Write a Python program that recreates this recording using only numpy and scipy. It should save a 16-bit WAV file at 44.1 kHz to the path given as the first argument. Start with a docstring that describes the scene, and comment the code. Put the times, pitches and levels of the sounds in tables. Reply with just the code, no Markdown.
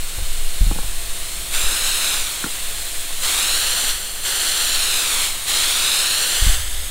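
"""Air hisses steadily from a spray gun, over a breeze rumbling on a hand-held microphone and a few dull
thumps and knocks. A truck cab is being painted in a garden: four trigger pulls add the louder, fuller
roar of the paint fan to the turbulent air jet. The hiss interferes with its reflection from the cab's
roof, so it sweeps like a flanger as the gun moves. A distant engine hums at harmonics of its firing rate."""
import sys
import numpy as np
from scipy import signal
from scipy.fft import rfft, irfft, next_fast_len
from scipy.io import wavfile
from scipy.ndimage import uniform_filter1d, map_coordinates

SR = 44100
rng = np.random.default_rng(int(sys.argv[2]) if len(sys.argv) > 2 else 0)


def wrap_up_sound(samples):
    """Save the sound to the file named by the first command line argument, as 16-bit audio."""
    columns = np.atleast_2d(samples).T
    # keep every value between -1 and 1, then stretch to whole-number steps
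    tamed = np.clip(columns, -1, 1)
    steps = np.round(tamed * 32767).astype(np.int16)
    wavfile.write(sys.argv[1], SR, steps)


N = 304290


def from_db(db):
    """Amplitude grows tenfold for every 20 dB."""
    return 10 ** (np.asarray(db) / 20)


def rms_one(x):
    """Normalisation to unit mean power."""
    return x / np.sqrt(np.mean(x ** 2) + 1e-20)


def in_time(rows):
    """Linear interpolation of (time [s], value) rows at every sample."""
    return np.interp(np.arange(N) / SR, *np.transpose(rows))


def drift(hz):
    """Low-passed noise: a random fluctuation of unit power, mostly slower than hz."""
    step, settle = 40, 2000
    r = np.exp(-2 * np.pi * step * hz / SR)
    slow = signal.lfilter([1], [1, -2 * r, r * r], rng.standard_normal(N // step + settle + 2))[settle:]
    return np.interp(np.arange(N) / step, np.arange(len(slow)), rms_one(slow))


def turbulence(colour):
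    """Spectral shaping: white noise takes on the given colour, at unit power."""
    size = next_fast_len(N, real=True)
    hz, db = np.transpose(colour)
    bins = np.maximum(np.fft.rfftfreq(size, 1 / SR), 1)
    gain = from_db(np.interp(np.log(bins), np.log(hz), db))
    return rms_one(irfft(rfft(rng.standard_normal(size)) * gain, size)[:N])


def ring(force, hz, t60):
    """A damped oscillator: each impulse starts a sine that falls 60 dB in t60 seconds."""
    r, w = np.exp(-np.log(1000) / (t60 * SR)), 2 * np.pi * hz / SR
    return signal.lfilter([0, np.sin(w)], [1, -2 * r * np.cos(w), r * r], force + 1e-18)


def garden(level_db):
    """Stationary ambient noise, strongest in the bass."""
    # ambient spectrum: (frequency [Hz], relative density [dB])
    colour = [(40, 1.5), (120, 1.5), (200, -7), (450, -3), (800, -5), (1300, -6.5), (3000, -8), (8000, -41)]
    return from_db(level_db) * turbulence(colour)


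def engine(firing_hz, waver, fading_db):
    """Periodic firing gives a harmonic series; each line fades independently on its way here."""
    # engine harmonics: (multiple of the firing rate, relative level [dB])
    harmonics = [(2, -54), (4, -57), (6, -66.5), (7, -60.5), (8, -59), (10, -58.5), (12, -57), (15, -52)]
    # slow change of the whole hum: (time [s], gain [dB])
    loudness = [(0, -0.5), (1.2, 0.5), (3, -1.5), (4.2, -4), (6.9, -5)]
    phase = 2 * np.pi * np.cumsum(firing_hz * (1 + waver * drift(1.95))) / SR
    hum = 0
    for k, db in harmonics:
        amplitude = from_db(db + fading_db * drift(1.5))
        hum += amplitude * np.sin(k * phase + rng.uniform(0, 2 * np.pi))
    return np.sqrt(2) * from_db(in_time(loudness)) * hum


def breeze():
    """Slow eddies press on the microphone, and their pressure fluctuations make a rumble."""
    # gusts: (time [s], level [dB])
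    gusts = [(0, -23), (.4, -17), (1.7, -22), (2.0, -28), (2.6, -25.5), (4.05, -23.5), (4.45, -28.5),
             (6.3, -31), (6.5, -15.5), (6.9, -21.5)]
    # eddy spectrum: (frequency [Hz], relative density [dB])
    colour = [(2, -6), (5, 5), (11, 5.5), (17, 3.5), (22, -23), (29, -16), (37, -16.5), (46, -12),
              (65, -34), (88, -34.5), (105, -38), (300, -83)]
    return from_db(in_time(gusts)) * turbulence(colour)


def thumps(scuff_db, scuff_s, shudder_hz, shudder_db, fade_db_per_s):
    """Damped low modes ring as dull thumps on the microphone, each with a scuff."""
    # pulses that start a thump or, close behind, shape its ringing: (time [s], level [dB], duration [s])
    pulses = [(0.178, -19, .008), (0.218, -20.5, 0.0071), (.607, -6, 0.0091), (.663, -10, .01),
              (0.697, -14, 0.013), (0.839, -22.5, 0.0091), (1.629, -18, 0.02), (6.417, -10.5, .011),
              (6.463, -9.5, 0.0076), (6.49, -19, 0.0074)]
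    # low modes: (frequency [Hz], gain [dB], T60 [s])
    modes = [(37.5, 7.5, 0.13), (60.6, -14, 0.093), (80, -5.5, 0.22), (139, -13.5, 0.08), (186, -17, .08)]
    # scuff of the shifting grip: (frequency [Hz], relative density [dB])
    scuff_colour = [(40, 1), (80, 1), (100, 1), (135, -3), (190, -2), (260, -15), (500, -29)]
    force = np.zeros(N)
    for s, db, length in pulses:
        pulse = np.hanning(int(length * SR))
        at = int(s * SR)
        force[at:at + len(pulse)] -= from_db(db) * pulse / pulse.sum()
    swing = sum(from_db(db) * ring(force, hz, t60) for hz, db, t60 in modes)
    slip = signal.lfilter([1], [1, -np.exp(-1 / (scuff_s * SR))], force + 1e-18)
    scuff = from_db(scuff_db) * slip * turbulence(scuff_colour)
    # the last thump leaves a dying shudder, unsteady in pitch and level
    age = np.maximum(np.arange(N) / SR - pulses[-1][0], 0)
    phase = 2 * np.pi * np.cumsum((age > 0) * shudder_hz * (1 + 0.13 * drift(15))) / SR
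    shudder = from_db(shudder_db - fade_db_per_s * age + 4 * drift(12)) * np.sin(phase)
    return swing + scuff + shudder


def knocks(rattle, rattle_s, spread_db):
    """Modal superposition: an impulse and a brief rattle excite each mode with a strength of its own."""
    # impacts: (time [s], body level [dB], clack level [dB], tick level [dB])
    impacts = [(.186, -35, -32.5, -55), (.711, -14, -21, -38), (.757, -25, -35, -55),
               (.786, -26, -25.5, -33), (.83, -42, -35, -43), (1.714, -27.5, -45, -55),
               (2.441, -15.5, -34.5, -18.5), (2.461, -19.5, -31, -37), (3.105, -38, -32.5, -40),
               (3.835, -29, -32, -45)]
    # modes of the hollow body, hard clack and bright tick: (frequency [Hz], gain [dB], T60 [s])
    body = [(169, -7, 0.074), (260, 0, 0.028), (324, -2, 0.026), (436, -12, 0.038)]
    clack = [(518, 1, 0.028), (840, -0.5, 0.042), (1092, -6.5, 0.055), (1280, -8, 0.033)]
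    tick = [(1405, 7.5, 0.015), (1800, -4, .02)]
    times, body_db, clack_db, tick_db = np.transpose(impacts)
    age = np.arange(SR // 20) / SR
    out = np.zeros(N)
    for modes, levels in (body, body_db), (clack, clack_db), (tick, tick_db):
        for k, (hz, mode_db, t60) in enumerate(modes):
            force = np.zeros(N)
            for s, db in zip(times, levels):
                contact = (age == 0) + rattle * rng.standard_normal(len(age)) * np.exp(-age / rattle_s)
                at = int(s * SR)
                force[at:at + len(age)] += from_db(db + spread_db * rng.standard_normal()) * contact
            out += (-1) ** k * from_db(mode_db) * ring(force, hz, t60)
    return out


def roof(jet, flow, ease_s, low_cut_hz):
    """Comb filtering: jet and echo interfere; the notches spread and deepen as the gun nears the roof."""
    # extra travel time of the echo as the arm sweeps: (time [s], delay [ms])
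    sweep = [(0.0, 1.393), (0.62, 1.426), (1.05, 1.192), (1.2, 1.019), (1.54, 0.84), (1.88, 0.742),
             (2.22, 0.828), (2.66, 1.166), (2.97, 1.277), (3.45, 0.759), (3.71, 0.68), (4.61, 0.671),
             (4.89, 0.755), (5.47, 1.071), (5.83, 0.818), (6.34, 0.669), (6.9, 0.604)]
    # a shorter path gives a stronger echo: (delay [ms], relative level [dB])
    echo_levels = [(.68, -6.2), (.8, -7.4), (1.0, -12.3), (1.4, -17)]
    delay_ms = uniform_filter1d(in_time(sweep), int(ease_s * SR), mode="nearest")
    # a small curved panel reflects little of the long waves
    reflected = signal.sosfilt(signal.butter(1, low_cut_hz, "high", fs=SR, output="sos"), jet)
    read_at = np.arange(N) - delay_ms * SR / 1000
    echo = map_coordinates(reflected, [read_at], order=5, mode="nearest")
    loss_db = 2 - flow  # air alone is reflected less than the paint fan
    strength = from_db(np.interp(delay_ms, *np.transpose(echo_levels)) - loss_db)
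    return (jet + strength * echo) / np.sqrt(1 + strength ** 2)


def spits(per_s, spread_db):
    """A Poisson process: larger drops burst at the nozzle at random, each with a tiny tick."""
    bursts = rng.random(N) < per_s / SR
    sizes = from_db(spread_db * np.clip(rng.standard_normal(N), -2, 1)) * rng.choice([-1, 1], N)
    band = signal.butter(1, [2500, 11000], "band", fs=SR, output="sos")
    return signal.sosfilt(band, bursts * sizes + 1e-18)


def trigger(attack_s, dwindle_power):
    """A needle valve meters the paint: the flow opens quickly, holds, then decays by a power law."""
    # trigger pulls, each with one swell of the fan's rush: (start [s], let go [s], level [dB],
    # sag [dB/s], treble gain [dB], release [s], swell time [s], swell half-width [s], swell size [0-1])
    pulls = [(1.509, 2.143, -20, -.3, -.3, 0.16, 2.16, .3, 0.4),
             (3.201, 3.907, -18.5, 2.5, 0.5, 0.065, 3.63, .35, .85),
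             (4.217, 5.25, -20.0, -0.5, 0.05, 0.056, 4.7, 0.39, .9),
             (5.452, 6.533, -18.5, .5, -0.5, 0.053, 5.88, .55, 1.0)]
    t = np.arange(N) / SR
    flow = fan_gain = swell = treble_db = 0
    for start, let_go, db, sag, bright_db, release, swell_at, swell_s, swell_size in pulls:
        rise = np.clip((t - start) / attack_s, 0, 1)
        opening = rise / (1 + np.maximum(t - let_go, 0) / release) ** dwindle_power
        held_s = np.clip(t, start, let_go) - start
        flow = np.maximum(flow, opening)
        fan_gain = np.maximum(fan_gain, from_db(db - sag * held_s) * opening)
        swell += swell_size * np.exp(-((t - swell_at) / swell_s) ** 2)
        treble_db += bright_db * opening
    return flow, fan_gain, swell, treble_db - 0.5 * swell  # a swell slightly dulls the treble


def air_jet():
    """Jet noise: turbulent air hisses from the cap all the time."""
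    # slow change as the gun is carried about: (time [s], level [dB])
    loudness = [(0, -29.5), (1.05, -29), (1.35, -27.5), (3.15, -27), (4.15, -28.5), (5.4, -26.5),
                (6.9, -28.5)]
    # the hiss as heard, with microphone peaks near 7.3 and 8.9 kHz: (frequency [Hz], relative density [dB])
    colour = [(100, -19), (500, -17.5), (1100, -6.5), (2200, -2.5), (3400, 1), (4300, 2.5), (5600, -6),
              (6400, -3.5), (7300, -0.1), (8900, 2.5), (11200, -4.5), (13500, -7), (15800, -8)]
    return from_db(in_time(loudness)) * turbulence(colour)


def paint_fan(swell, rush_hz, rush_width_hz, flutter_db, sputter_db):
    """Atomisation: the fan's roar flutters as the liquid tears into droplets."""
    # the roar as heard, with the same two microphone peaks: (frequency [Hz], relative density [dB])
    colour = [(150, -27), (330, -14), (950, -8.5), (1600, -5.5), (2100, -5.5), (2750, -3), (4100, 1.5),
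              (5500, -7.5), (6300, -7), (7300, -2), (8000, -4.5), (8950, -2.5), (11300, -10.5),
              (15800, -15)]
    roar = turbulence(colour)
    rush = signal.lfilter(*signal.iirpeak(rush_hz, rush_hz / rush_width_hz, fs=SR), roar)
    rush_db = -2.5 + 5 * swell  # a swell lifts the loudest band
    drops = from_db(15) * spits(per_s=12, spread_db=3)
    tearing_db = flutter_db * drift(18) + sputter_db * drift(250)
    return from_db(tearing_db) * (roar + (from_db(rush_db) - 1) * rush + drops)


def spray_gun(air, paint, treble_db, surge_db, beam_hz):
    """Directivity: short waves are beamed, so only the jet's treble changes as the nozzle turns."""
    jet = (air + paint) * from_db(surge_db * drift(22))
    treble = signal.sosfilt(signal.butter(1, beam_hz, "high", fs=SR, output="sos"), jet)
    return jet + (from_db(treble_db) - 1) * treble


def scene():
    """Superposition: all sources add at one microphone, so both channels are alike."""
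    flow, fan_gain, swell, treble_db = trigger(attack_s=0.041, dwindle_power=1.15)
    air = air_jet()
    paint = fan_gain * paint_fan(swell, rush_hz=4100, rush_width_hz=1900, flutter_db=0.3, sputter_db=0.7)
    jet = spray_gun(air, paint, treble_db, surge_db=0.27, beam_hz=6100)
    gun = roof(jet, flow, ease_s=0.25, low_cut_hz=1500)
    background = engine(firing_hz=45.34, waver=0.0014, fading_db=1.5) + garden(level_db=-42.5)
    handling = thumps(scuff_db=-16.5, scuff_s=0.021, shudder_hz=63.6, shudder_db=-24, fade_db_per_s=27)
    bumps = knocks(rattle=0.025, rattle_s=0.01, spread_db=1.0)
    mono = background + breeze() + handling + bumps + gun
    return np.stack([mono, mono])


def record(dry):
    """The microphone port cuts a narrow notch, saturation rounds the peaks, a low-pass cuts the top."""
    notch_hz, notch_width_hz, notch_depth = 4710, 294, 0.94
    ceiling, cutoff_hz = 0.95, 15700
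    port = signal.iirpeak(notch_hz, notch_hz / notch_width_hz, fs=SR)
    notched = dry - notch_depth * signal.lfilter(*port, dry)
    rounded = notched / (1 + (notched / ceiling) ** 8) ** (1 / 8)
    return signal.sosfilt(signal.ellip(12, 0.1, 90, cutoff_hz, fs=SR, output="sos"), rounded)


dry = scene()
out = record(dry)
wrap_up_sound(out)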